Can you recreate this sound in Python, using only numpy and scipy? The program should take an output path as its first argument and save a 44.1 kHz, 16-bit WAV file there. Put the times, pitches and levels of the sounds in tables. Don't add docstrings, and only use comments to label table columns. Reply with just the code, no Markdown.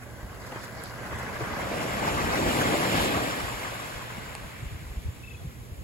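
import sys
import numpy as np
from scipy import signal
from scipy.fft import rfft, irfft, next_fast_len
from scipy.io import wavfile
from scipy.ndimage import uniform_filter1d, map_coordinates

SR = 44100
rng = np.random.default_rng(int(sys.argv[2]) if len(sys.argv) > 2 else 0)


def log_audio(samples):
    frames = np.atleast_2d(samples).T
    limited = np.clip(frames, -1, 1)
    pcm = np.round(limited * 32767).astype(np.int16)
    wavfile.write(sys.argv[1], SR, pcm)


N = 257191

TOP_HZ = 15800
BREAK_S, COLLAPSE_S = 2.526, 2.896

# freq_hz, gain_db
HISS_SPECTRUM = [(4000, -19), (6000, -3), (7500, -9), (11500, -2.5), (13000, -5), (15500, -8)]
# time_s, level_db
HUM_LEVEL = [(0, -46.5), (3, -45), (4, -48), (5.2, -47.5), (5.83, -48.5)]
# freq_hz, gain_db
FAR_SURF_SPECTRUM = [(60, -7), (160, -3), (220, 11), (320, 6.5), (480, 7), (660, -9), (1400, -12),
                     (2300, -16), (3500, -11), (6000, -44), (10000, -51), (15500, -36)]
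# freq_hz, gain_db
RUMBLE_SPECTRUM = [(15, -17), (30, -14), (45, -3.5), (62, 1.5), (100, -1.5), (160, -6.5), (250, -13),
                   (500, -22), (1200, -91)]
# middle_s, length_s, level_db
GUSTS = [(1.302, 0.74, -49), (2.393, 1.04, -42), (2.998, 0.15, -40), (4.2, 0.85, -60), (5.827, 0.14, -46)]
# middle_s, peak_db, swing_hz, length_s
EDDIES = [(0.243, -30.5, 55, .044), (.77, -37.5, 70, .04), (1.145, -35, 80, .06), (1.428, -27.5, 120, .04),
          (1.535, -34.5, 68, .05), (2.161, -30, 82, .048), (2.485, -27, 65, .06), (3.169, -28, 90, .04),
          (3.441, -31, 70, .048), (3.55, -36, 55, .05), (3.96, -35, 50, .048), (4.185, -31, 190, .014),
          (4.29, -38, 50, .05), (4.44, -38, 50, .05), (4.468, -35, 140, .03), (4.635, -30.5, 120, .035),
          (4.669, -28, 55, .048), (4.727, -30.5, 105, .045), (4.756, -30, 75, .045), (4.832, -33, 100, .04),
          (4.868, -33.5, 58, .05), (4.912, -31.5, 52, .055), (4.979, -24, 52, .042), (5.064, -24, 65, .036),
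          (5.09, -23.5, 92, .036), (5.361, -37, 102, .048), (5.42, -36, 95, .04), (5.452, -29.5, 135, .035),
          (5.48, -30, 66, .048), (5.62, -38, 70, .05), (5.728, -29, 80, .036), (5.8, -34, 65, .07)]
# freq_hz, gain_db
TURBULENCE_SPECTRUM = [(40, -20), (90, 3), (150, 5), (260, -14.5), (400, -24), (900, -60)]
# start_s, length_s, pitch_hz,
# glide_hz_per_s, level_db
BIRD_SYLLABLES = [(5.226, .036, 2585, 2200, -45), (5.27, .025, 2625, -500, -43.5),
                  (5.302, .027, 2635, -2000, -44), (5.341, .02, 2580, -4500, -44.5),
                  (5.258, .02, 3660, -6000, -58), (5.297, .012, 3540, -2000, -55),
                  (5.333, .012, 3450, -6000, -54), (5.364, .026, 3400, 1500, -55),
                  (5.384, .03, 3450, -6000, -59)]
# start_s, snap_db, body_db
TICKS = [(.8368, -32.5, -50), (4.3517, -43, -21)]
# freq_hz, level_db, t60_s
TICK_MODES = [(800, -.5, .006), (2300, 4, .0033), (4400, 0, .003), (8400, 1, .0035)]

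# time_s, left_share (0-1 of power)
SWEEP = [(0, 0.02), (.9, 0), (1.3, 0.14), (2.2, 0.96), (3.2, 0.99), (4.2, 0.61), (5.8, 1)]
# freq_hz, left_lead_rad, left_louder_db
FROM_LEFT = [(100, .1, -2), (202, 0.1, -1.5), (374, 1.22, -0.5), (700, 1.62, 4), (1246, 1.93, 5),
             (1380, 3.76, 0), (1830, 4.32, 0.5), (2310, 5.8, 0.5), (2750, 6.8, 4), (3750, 10.2, -1),
             (4580, 12.2, -2), (6200, 15.2, -4.5)]
# freq_hz, left_lead_rad, left_louder_db
FROM_RIGHT = [(100, 0.5, 9), (290, 0.15, -4.5), (550, 0.5, -1), (1090, -1, -0.5), (1510, 1.1, 0),
              (1780, -2.5, 2), (2600, 5.5, 2), (4500, 3, -20), (5970, -6, -2)]
# freq_hz, left_lead_rad
TREBLE_PHASE_TURN = [(5200, 3.1), (7200, 0), (9100, -3.1), (11300, -6.3), (13700, -9.4), (15600, -12.6)]
# freq_hz, gain_db
RIGHT_STRETCH_COLOUR = [(100, -15), (200, 6.5), (330, 2.5), (480, 4), (750, 0), (1030, 5), (1300, 1),
                        (1550, 8), (2150, 2), (2600, -40), (3600, -42), (4600, -15), (6000, -1.5)]
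# freq_hz, gain_db
ROAR_SPECTRUM = [(50, -26), (100, 0), (160, 1), (280, -2), (430, -1.5), (620, 3), (820, -4), (1050, -18),
                 (1500, -15), (3000, -21), (6000, -67)]
# freq_hz, gain_db
WASH_SPECTRUM = [(300, -10), (700, 1.5), (1080, 4), (1380, 0.5), (1650, 1), (2200, 0.5), (2700, -3.5),
                 (3400, -6.5), (4500, -16), (6000, -9), (10000, -49)]
# freq_hz, gain_db
FIZZ_SPECTRUM = [(2000, 11.5), (3500, 8.5), (5000, 8), (6200, -2.5), (7500, -2.5), (9000, -9), (11000, -4),
                 (12500, -9.5), (15500, -14.5)]
# freq_hz, gain_db
RUSTLE_SPECTRUM = [(2000, -17), (3500, 5.5), (4700, 15), (6000, 8), (7500, 10), (12000, -107)]
# freq_hz, gain_db
SPRAY_SPECTRUM = [(1200, -13), (2200, 3.5), (2800, 0.5), (3500, 0.5), (4500, -4.5), (5600, -11.5),
                  (7500, -40), (12000, -117)]
# freq_hz, gain_db
DEEP_SPECTRUM = [(50, -39), (110, -4.5), (170, -2.5), (290, 1.5), (430, -3), (620, -6.5), (900, -8.5),
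                 (2000, -68)]
# freq_hz, gain_db
LATHER_SPECTRUM = [(1000, -16), (1600, 4), (2400, 4), (2800, -1), (3400, -10)]
# middle_s, length_s, roar_db, wash_db, spray_db
TUMBLES = [(0.548, 0.31, -63, -47.5, -72), (1.18, 0.4, -56, -45.5, -56), (1.504, 0.71, -49, -42, -66),
           (1.784, 0.43, -36.5, -48, -44.5), (2.084, 0.52, -40, -39.5, -45), (2.33, 0.13, -41, -43, -55),
           (2.64, 0.2, -32.5, -41, -55), (3.003, 0.23, -35, -40.5, -32.5), (3.214, 0.34, -37.5, -47, -42),
           (5.424, 0.21, -53.5, -74, -62), (5.8, 0.62, -56.5, -64.5, -68)]
# middle_s, length_s, level_db
RIPPLES = [(0.59, 0.33, -54.5), (0.845, 0.19, -54.5), (2.081, 0.053, -44)]
# middle_s, length_s, level_db
DUMPS = [(1.78, 0.23, -43), (2.034, 0.1, -38), (2.16, 0.079, -35), (2.282, 0.1, -38), (2.4, 0.11, -34),
         (2.473, 0.089, -30.5), (2.594, 0.05, -30.5), (2.994, 0.06, -36), (3.223, 0.073, -38)]
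# start_s, relative level_db, splash_db (against the thud)
SLAPS = [(0.519, -26, -7), (0.555, -28.5, -12), (1.05, -38, -8), (1.12, -29.5, -7), (1.231, -23, -16),
         (1.407, -24, -5), (1.579, -24, -8), (2.068, -20, -4), (2.128, -30, -12), (2.462, -36, -16),
         (2.612, -22, -4.5), (2.738, -16.5, -13), (2.82, -33, 10), (3.169, -20, -12)]
# start_s, peak_db, pitch_hz, left_lead_ms
GULPS = [(1.406, -28, 430, .1), (2.076, -20, 850, .43), (2.395, -25, 560, .5), (2.462, -24, 290, .1),
         (2.61, -26, 560, .2), (2.829, -26, 1050, .4), (2.94, -26, 330, .1), (3.168, -28, 680, .25)]
# middle_s, level_db, splash_db (lower splash against the fizz)
SPITS = [(.033, -57, 12), (.472, -51, 1), (.642, -48, 6), (1.063, -56, 15), (1.192, -47, 0),
         (1.832, -45, -6), (2.615, -38, 5)]


def amp(db):
    return 10 ** (np.asarray(db) / 20)


def unit(x):
    return x / np.sqrt(np.mean(x ** 2) + 1e-20)


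def along(points, hz):
    freq_hz, value = np.transpose(points)
    return np.interp(np.log(hz + 1), np.log(freq_hz + 1), value)


def curves(rows):
    time_s, *columns = np.transpose(rows)
    return [np.interp(np.arange(N) / SR, time_s, column) for column in columns]


def wobble(rate_hz):
    knots = rng.standard_normal(int(N * rate_hz / SR) + 4)
    return map_coordinates(knots, [np.arange(N) * rate_hz / SR])


def filtered(x, response):
    size = next_fast_len(N + SR // 4, True)
    return irfft(rfft(x, size) * response(np.fft.rfftfreq(size, 1 / SR)), size)[..., :N]


def coloured(x, spectrum):
    return unit(filtered(x, lambda hz: amp(along(spectrum, hz))))


def from_side(x, lead_ms, pan_db):
    half = np.array([[.5], [-.5]])
    return filtered(x, lambda hz: amp(half * pan_db) * np.exp(2j * np.pi * hz * half * lead_ms / 1000))


def arriving(x, direction):
    freq_hz, lead_rad, pan_db = np.transpose(direction)

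    def log_ratio(hz):
        phase = along(np.c_[freq_hz, lead_rad], hz)
        gain = amp(along(np.c_[freq_hz, pan_db], hz))
        return 1j * phase + np.log(gain)

    return filtered(x, lambda hz: np.exp(np.outer([.5, -.5], log_ratio(hz))))


def widened(x):
    return filtered(x, lambda hz: np.exp(.5j * np.outer([1, -1], along(TREBLE_PHASE_TURN, hz))))


def add(track, start_s, sound):
    part = track[..., max(round(start_s * SR), 0):][..., :sound.shape[-1]]
    part += sound[..., :part.shape[-1]]


def swell(peak_db, rise_db_per_s, fall_db_per_s, start_s=BREAK_S, end_s=COLLAPSE_S):
    t = np.arange(N) / SR
    return peak_db - rise_db_per_s * np.maximum(start_s - t, 0) - fall_db_per_s * np.maximum(t - end_s, 0)


def surge(middle_s, length_s, level_db):
    return level_db - 10 * (2 * (np.arange(N) / SR - middle_s) / length_s) ** 2


def together(*levels_db):
    return 10 * np.log10(sum(amp(db) ** 2 for db in levels_db) + 1e-20)


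def bubbles(centre_hz, spread, cycles, scatter_db, count):
    when, size = rng.random((2, count))
    hz = np.clip(centre_hz * np.exp(spread * rng.standard_normal((count, 1))), 100, TOP_HZ)
    t = np.arange(384) / SR
    age = hz * t / cycles
    strength = amp(-scatter_db * np.log(1 - .995 * size))[:, None]
    decay = np.exp(-3 * age) * (1 - t / t[-1])
    rise = 1 + 0.053 * np.minimum(age, 2)
    tones = strength * decay * np.sin(2 * np.pi * hz * t * rise)
    index = (when * N).astype(int)[:, None] + np.arange(len(t))
    return unit(np.bincount(index.ravel(), tones.ravel(), N)[:N])


def churn(patchy_db, channels):
    z = signal.stft(rng.standard_normal((channels, N)), nperseg=512)[2]
    field = uniform_filter1d(rng.standard_normal(z.shape), size=3, axis=1)
    field = uniform_filter1d(field, size=7, axis=2)
    return unit(signal.istft(z * amp(patchy_db * np.tanh(unit(field))), nperseg=512)[1][:, :N])


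def shoreline(water, spectrum, spread_db):
    left_share = np.clip(curves(SWEEP)[0], 0, 1)
    right_water = coloured(water[0], RIGHT_STRETCH_COLOUR) * np.sqrt(1 - left_share) * amp(-4.5)
    right = arriving(right_water, FROM_RIGHT)
    left = arriving(water[1] * np.sqrt(left_share), FROM_LEFT)
    diffuse = filtered(water[2:], lambda hz: amp(spread_db + along([(150, 10.5), (900, -1)], hz)))
    return coloured(right + left + diffuse, spectrum)


def hiss():
    return amp(-60) * widened(coloured(rng.standard_normal(N), HISS_SPECTRUM))


def hum():
    pitch_hz = 117.9
    phase = 2 * np.pi * pitch_hz * np.arange(N) / SR
    in_step = (.75 + .55 * wobble(36)) * np.sin(phase)
    out_of_step = .85 * wobble(36) * np.cos(phase)
    drone = in_step + out_of_step
    return from_side(amp(curves(HUM_LEVEL)[0] - 1.5) * drone, lead_ms=0, pan_db=-9.0)


def far_surf():
    water = churn(patchy_db=3.5, channels=3)
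    return amp(-55.5) * coloured(water[0] + 1.8 * water[1:], FAR_SURF_SPECTRUM)


def wind():
    breeze_db, trim_db, turbulence_db = -51.5, 4.5, -17
    shared, left, right = rng.standard_normal((3, N))
    air = shared + amp(-4) * np.array([left, right])
    flutter_db = 1.7 * wobble(14)
    level_db = together(breeze_db, *[surge(*gust) for gust in GUSTS])
    out = amp(level_db + trim_db + flutter_db) * coloured(air, RUMBLE_SPECTRUM)
    stir = np.zeros(N)
    for middle_s, peak_db, swing_hz, length_s in EDDIES:
        window = np.hanning(round(length_s * SR))
        bend, start, skew = rng.standard_normal(3)
        pitch_hz = swing_hz * np.exp(0.45 * bend * np.linspace(-1, 1, len(window)))
        port_skew = 0.3 * skew * np.array([[1], [-1]])
        phase = 2 * np.pi * (np.cumsum(pitch_hz) / SR + start) + port_skew
        add(out, middle_s - length_s / 2, amp(peak_db) * window * np.sin(phase))
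        add(stir, middle_s - length_s / 2, amp(peak_db + turbulence_db) * window)
    return out + stir * coloured(rng.standard_normal(N), TURBULENCE_SPECTRUM)


def bird():
    out, rasp = np.zeros(N), wobble(350)
    for start_s, length_s, pitch_hz, glide_hz_per_s, level_db in BIRD_SYLLABLES:
        t = np.arange(max(round(length_s * SR), 2)) / SR
        arch = np.sqrt(np.abs(np.sin(np.pi * t / t[-1]))) * signal.windows.tukey(len(t))
        track_hz = pitch_hz + glide_hz_per_s * t + 20 * rasp[round(start_s * SR):][:len(t)]
        add(out, start_s, amp(level_db) * arch * np.sin(2 * np.pi * np.cumsum(track_hz) / SR))
    t = np.arange(SR // 6) / SR
    tail = rng.standard_normal((2, len(t))) * amp(-60 * t / .2)
    scatter = signal.fftconvolve(out[None], tail / np.linalg.norm(tail[0]), axes=1)[:, :N]
    return from_side(out, lead_ms=.34, pan_db=6) + amp(-16) * scatter


def ticks():
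    attack_s, snap_t60_s = .0003, .016
    snaps, bodies, t = np.zeros(N), np.zeros(N), np.arange(SR // 50) / SR
    snap_spectrum = [(3000, -6), (5000, -9), (8500, -4), (10500, 5), (14000, -10)]
    crack = coloured(rng.standard_normal(N), snap_spectrum)
    rise = 1 - np.exp(-t / attack_s)
    modes = [amp(db - 60 * t / t60_s) * np.sin(2 * np.pi * hz * t) for hz, db, t60_s in TICK_MODES]
    body = rise * sum(modes)
    for start_s, snap_db, body_db in TICKS:
        add(snaps, start_s, rise * amp(snap_db - 60 * t / snap_t60_s))
        add(bodies, start_s, amp(body_db) * body)
    thinned = filtered(bodies, lambda hz: amp(along([(250, -24), (650, 0)], hz)))
    return widened(snaps * crack) + thinned


def lather():
    shared, left, right = [bubbles(2380, spread=0.19, cycles=12, scatter_db=3.0, count=7000)
                           for _ in range(3)]
    pops = coloured(shared + amp(-4) * np.array([left, right]), LATHER_SPECTRUM)
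    return amp(surge(middle_s=4.25, length_s=1.4, level_db=-51.5)) * pops


def spits():
    length_s = .04
    high, low = np.zeros((2, N))
    shape = np.hanning(round(length_s * SR))
    for middle_s, level_db, splash_db in SPITS:
        add(high, middle_s - length_s / 2, amp(level_db) * shape)
        add(low, middle_s - length_s / 2, amp(level_db + splash_db) * shape)
    fizz_spectrum = [(2000, -17), (4500, 0), (8000, -2), (11500, -1), (15500, -16)]
    drop_spectrum = [(700, -16), (1500, 10), (2500, -1), (4000, -25)]
    fizz = coloured(rng.standard_normal(N), fizz_spectrum)
    drops = coloured(rng.standard_normal(N), drop_spectrum)
    return widened(high * fizz) + from_side(low * drops, lead_ms=0.12, pan_db=-3)


def gulps():
    attack_s, t60_s, rise_per_s = .003, .06, 3
    out, t = np.zeros((2, N)), np.arange(SR // 10) / SR
    shape = (1 - np.exp(-t / attack_s)) * amp(-60 * t / t60_s)
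    rough_rad = wobble(330)
    for start_s, peak_db, pitch_hz, lead_ms in GULPS:
        heard_s = t + np.array([[.5], [-.5]]) * lead_ms / 1000
        phase = 2 * np.pi * pitch_hz * heard_s * (1 + rise_per_s * t / 2)
        phase = phase + rough_rad[round(start_s * SR):][:len(t)]
        add(out, start_s, amp(peak_db) * shape / shape.max() * np.sin(phase))
    return out


def slaps():
    attack_s, t60_s, trim_db = 0.0017, 0.069, -5.5
    out, t = np.zeros(N), np.arange(SR // 6) / SR
    thud = coloured(rng.standard_normal(N), ROAR_SPECTRUM)
    splash_noise = coloured(rng.standard_normal(N), WASH_SPECTRUM)
    for start_s, level_db, splash_db in SLAPS:
        burst = (thud + amp(splash_db) * splash_noise)[round(start_s * SR):][:len(t)]
        shape = amp(level_db + trim_db - 60 * t / t60_s) * (1 - np.exp(-t / attack_s))
        add(out, start_s, shape * burst)
    return from_side(out, lead_ms=0.11, pan_db=0.5)


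def splash(level_db):
    drops = np.array([bubbles(3315, spread=0.333, cycles=10.5, scatter_db=0.0, count=4000)
                      for _ in range(4)])
    water = churn(patchy_db=8.0, channels=4) + amp(-15) * drops
    return amp(level_db + 0.59 * wobble(30.24)) * shoreline(water, SPRAY_SPECTRUM, spread_db=4.0)


def foam(level_db, sheet_db):
    bursts = bubbles(8100, spread=0.18, cycles=1.3, scatter_db=9.0, count=6000)
    shared = widened(churn(patchy_db=3.5, channels=1)[0] + amp(-21) * bursts)
    diffuse = filtered(churn(patchy_db=2, channels=2), lambda hz: amp(along([(5500, 0), (7500, -4)], hz)))
    top = filtered(shared, lambda hz: amp(along([(5000, -6.0), (7000, 14.5)], hz)))
    fizz = amp(level_db + 2.5 + 0.58 * wobble(35)) * coloured(top + diffuse, FIZZ_SPECTRUM)
    crackle = np.array([bubbles(4330, spread=0.21, cycles=4.9, scatter_db=3.5, count=7000)
                        for _ in range(2)])
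    return fizz + amp(sheet_db + 3.3 * wobble(34.3)) * coloured(crackle, RUSTLE_SPECTRUM)


def wash(level_db):
    froth = np.array([bubbles(1829, spread=0.466, cycles=58, scatter_db=3.0, count=4000)
                      for _ in range(4)])
    crackle = np.array([bubbles(1610, spread=0.44, cycles=2.4, scatter_db=2.5, count=3000)
                        for _ in range(4)])
    water = churn(patchy_db=10.5, channels=4) + amp(-8) * froth + amp(-13.0) * crackle
    return amp(level_db + 4.0 + 0.87 * wobble(30.1)) * shoreline(water, WASH_SPECTRUM, spread_db=-1.0)


def plunge(level_db):
    water = churn(patchy_db=-1.5, channels=4)
    return amp(level_db + 0.5 + 0.46 * wobble(26)) * shoreline(water, DEEP_SPECTRUM, spread_db=-15.0)


def roar(level_db):
    pockets = np.array([bubbles(508, spread=0.39, cycles=4.8, scatter_db=3.0, count=3000)
                        for _ in range(4)])
    water = churn(patchy_db=0.0, channels=4) + amp(-18.5) * pockets
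    return amp(level_db + 0.5 + 0.46 * wobble(25.15)) * shoreline(water, ROAR_SPECTRUM, spread_db=-17.0)


def wave():
    roar_swell_db = swell(peak_db=-33, rise_db_per_s=7.1, fall_db_per_s=11.75)
    wash_swell_db = swell(peak_db=-34, rise_db_per_s=7.38, fall_db_per_s=9.5)
    fizz_swell_db = swell(peak_db=-40.5, rise_db_per_s=10.1, fall_db_per_s=10.1)
    sheet_swell_db = swell(peak_db=-50, rise_db_per_s=7.2, fall_db_per_s=26)
    spray_swell_db = swell(peak_db=-37.5, rise_db_per_s=45, fall_db_per_s=9.5)
    plunge_swell_db = swell(peak_db=-32.5, rise_db_per_s=18.3, fall_db_per_s=59, start_s=2.44, end_s=3.2)
    late_drop_db, = curves([(4.2, 0), (4.7, 3)])
    calm_fizz_db, spray_fizz_db, ripple_fizz_db = -60.5, -7, -1.5

    roar_db = together(roar_swell_db, *[surge(s, length_s, db) for s, length_s, db, _, _ in TUMBLES])
    wash_db = together(wash_swell_db - late_drop_db,
                       *[surge(s, length_s, db) for s, length_s, _, db, _ in TUMBLES])
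    spray_db = together(spray_swell_db, *[surge(s, length_s, db) for s, length_s, _, _, db in TUMBLES])
    ripples_db = together(*[surge(*ripple) for ripple in RIPPLES])
    fizz_db = together(calm_fizz_db, fizz_swell_db, spray_db + spray_fizz_db, ripples_db + ripple_fizz_db)
    sheet_db = together(sheet_swell_db, ripples_db)
    plunge_db = together(plunge_swell_db, *[surge(*dump) for dump in DUMPS])

    breaker = roar(roar_db) + plunge(plunge_db) + splash(spray_db) + slaps() + gulps() + spits()
    return breaker + wash(wash_db) + foam(fizz_db, sheet_db) + lather()


def scene():
    return wave() + far_surf() + hiss() + wind() + hum() + ticks() + bird()


def record(dry):
    return filtered(dry, lambda hz: (hz < TOP_HZ) * hz ** 2 / np.sqrt(hz ** 4 + 26 ** 4))


dry = scene()
out = record(dry)
log_audio(out)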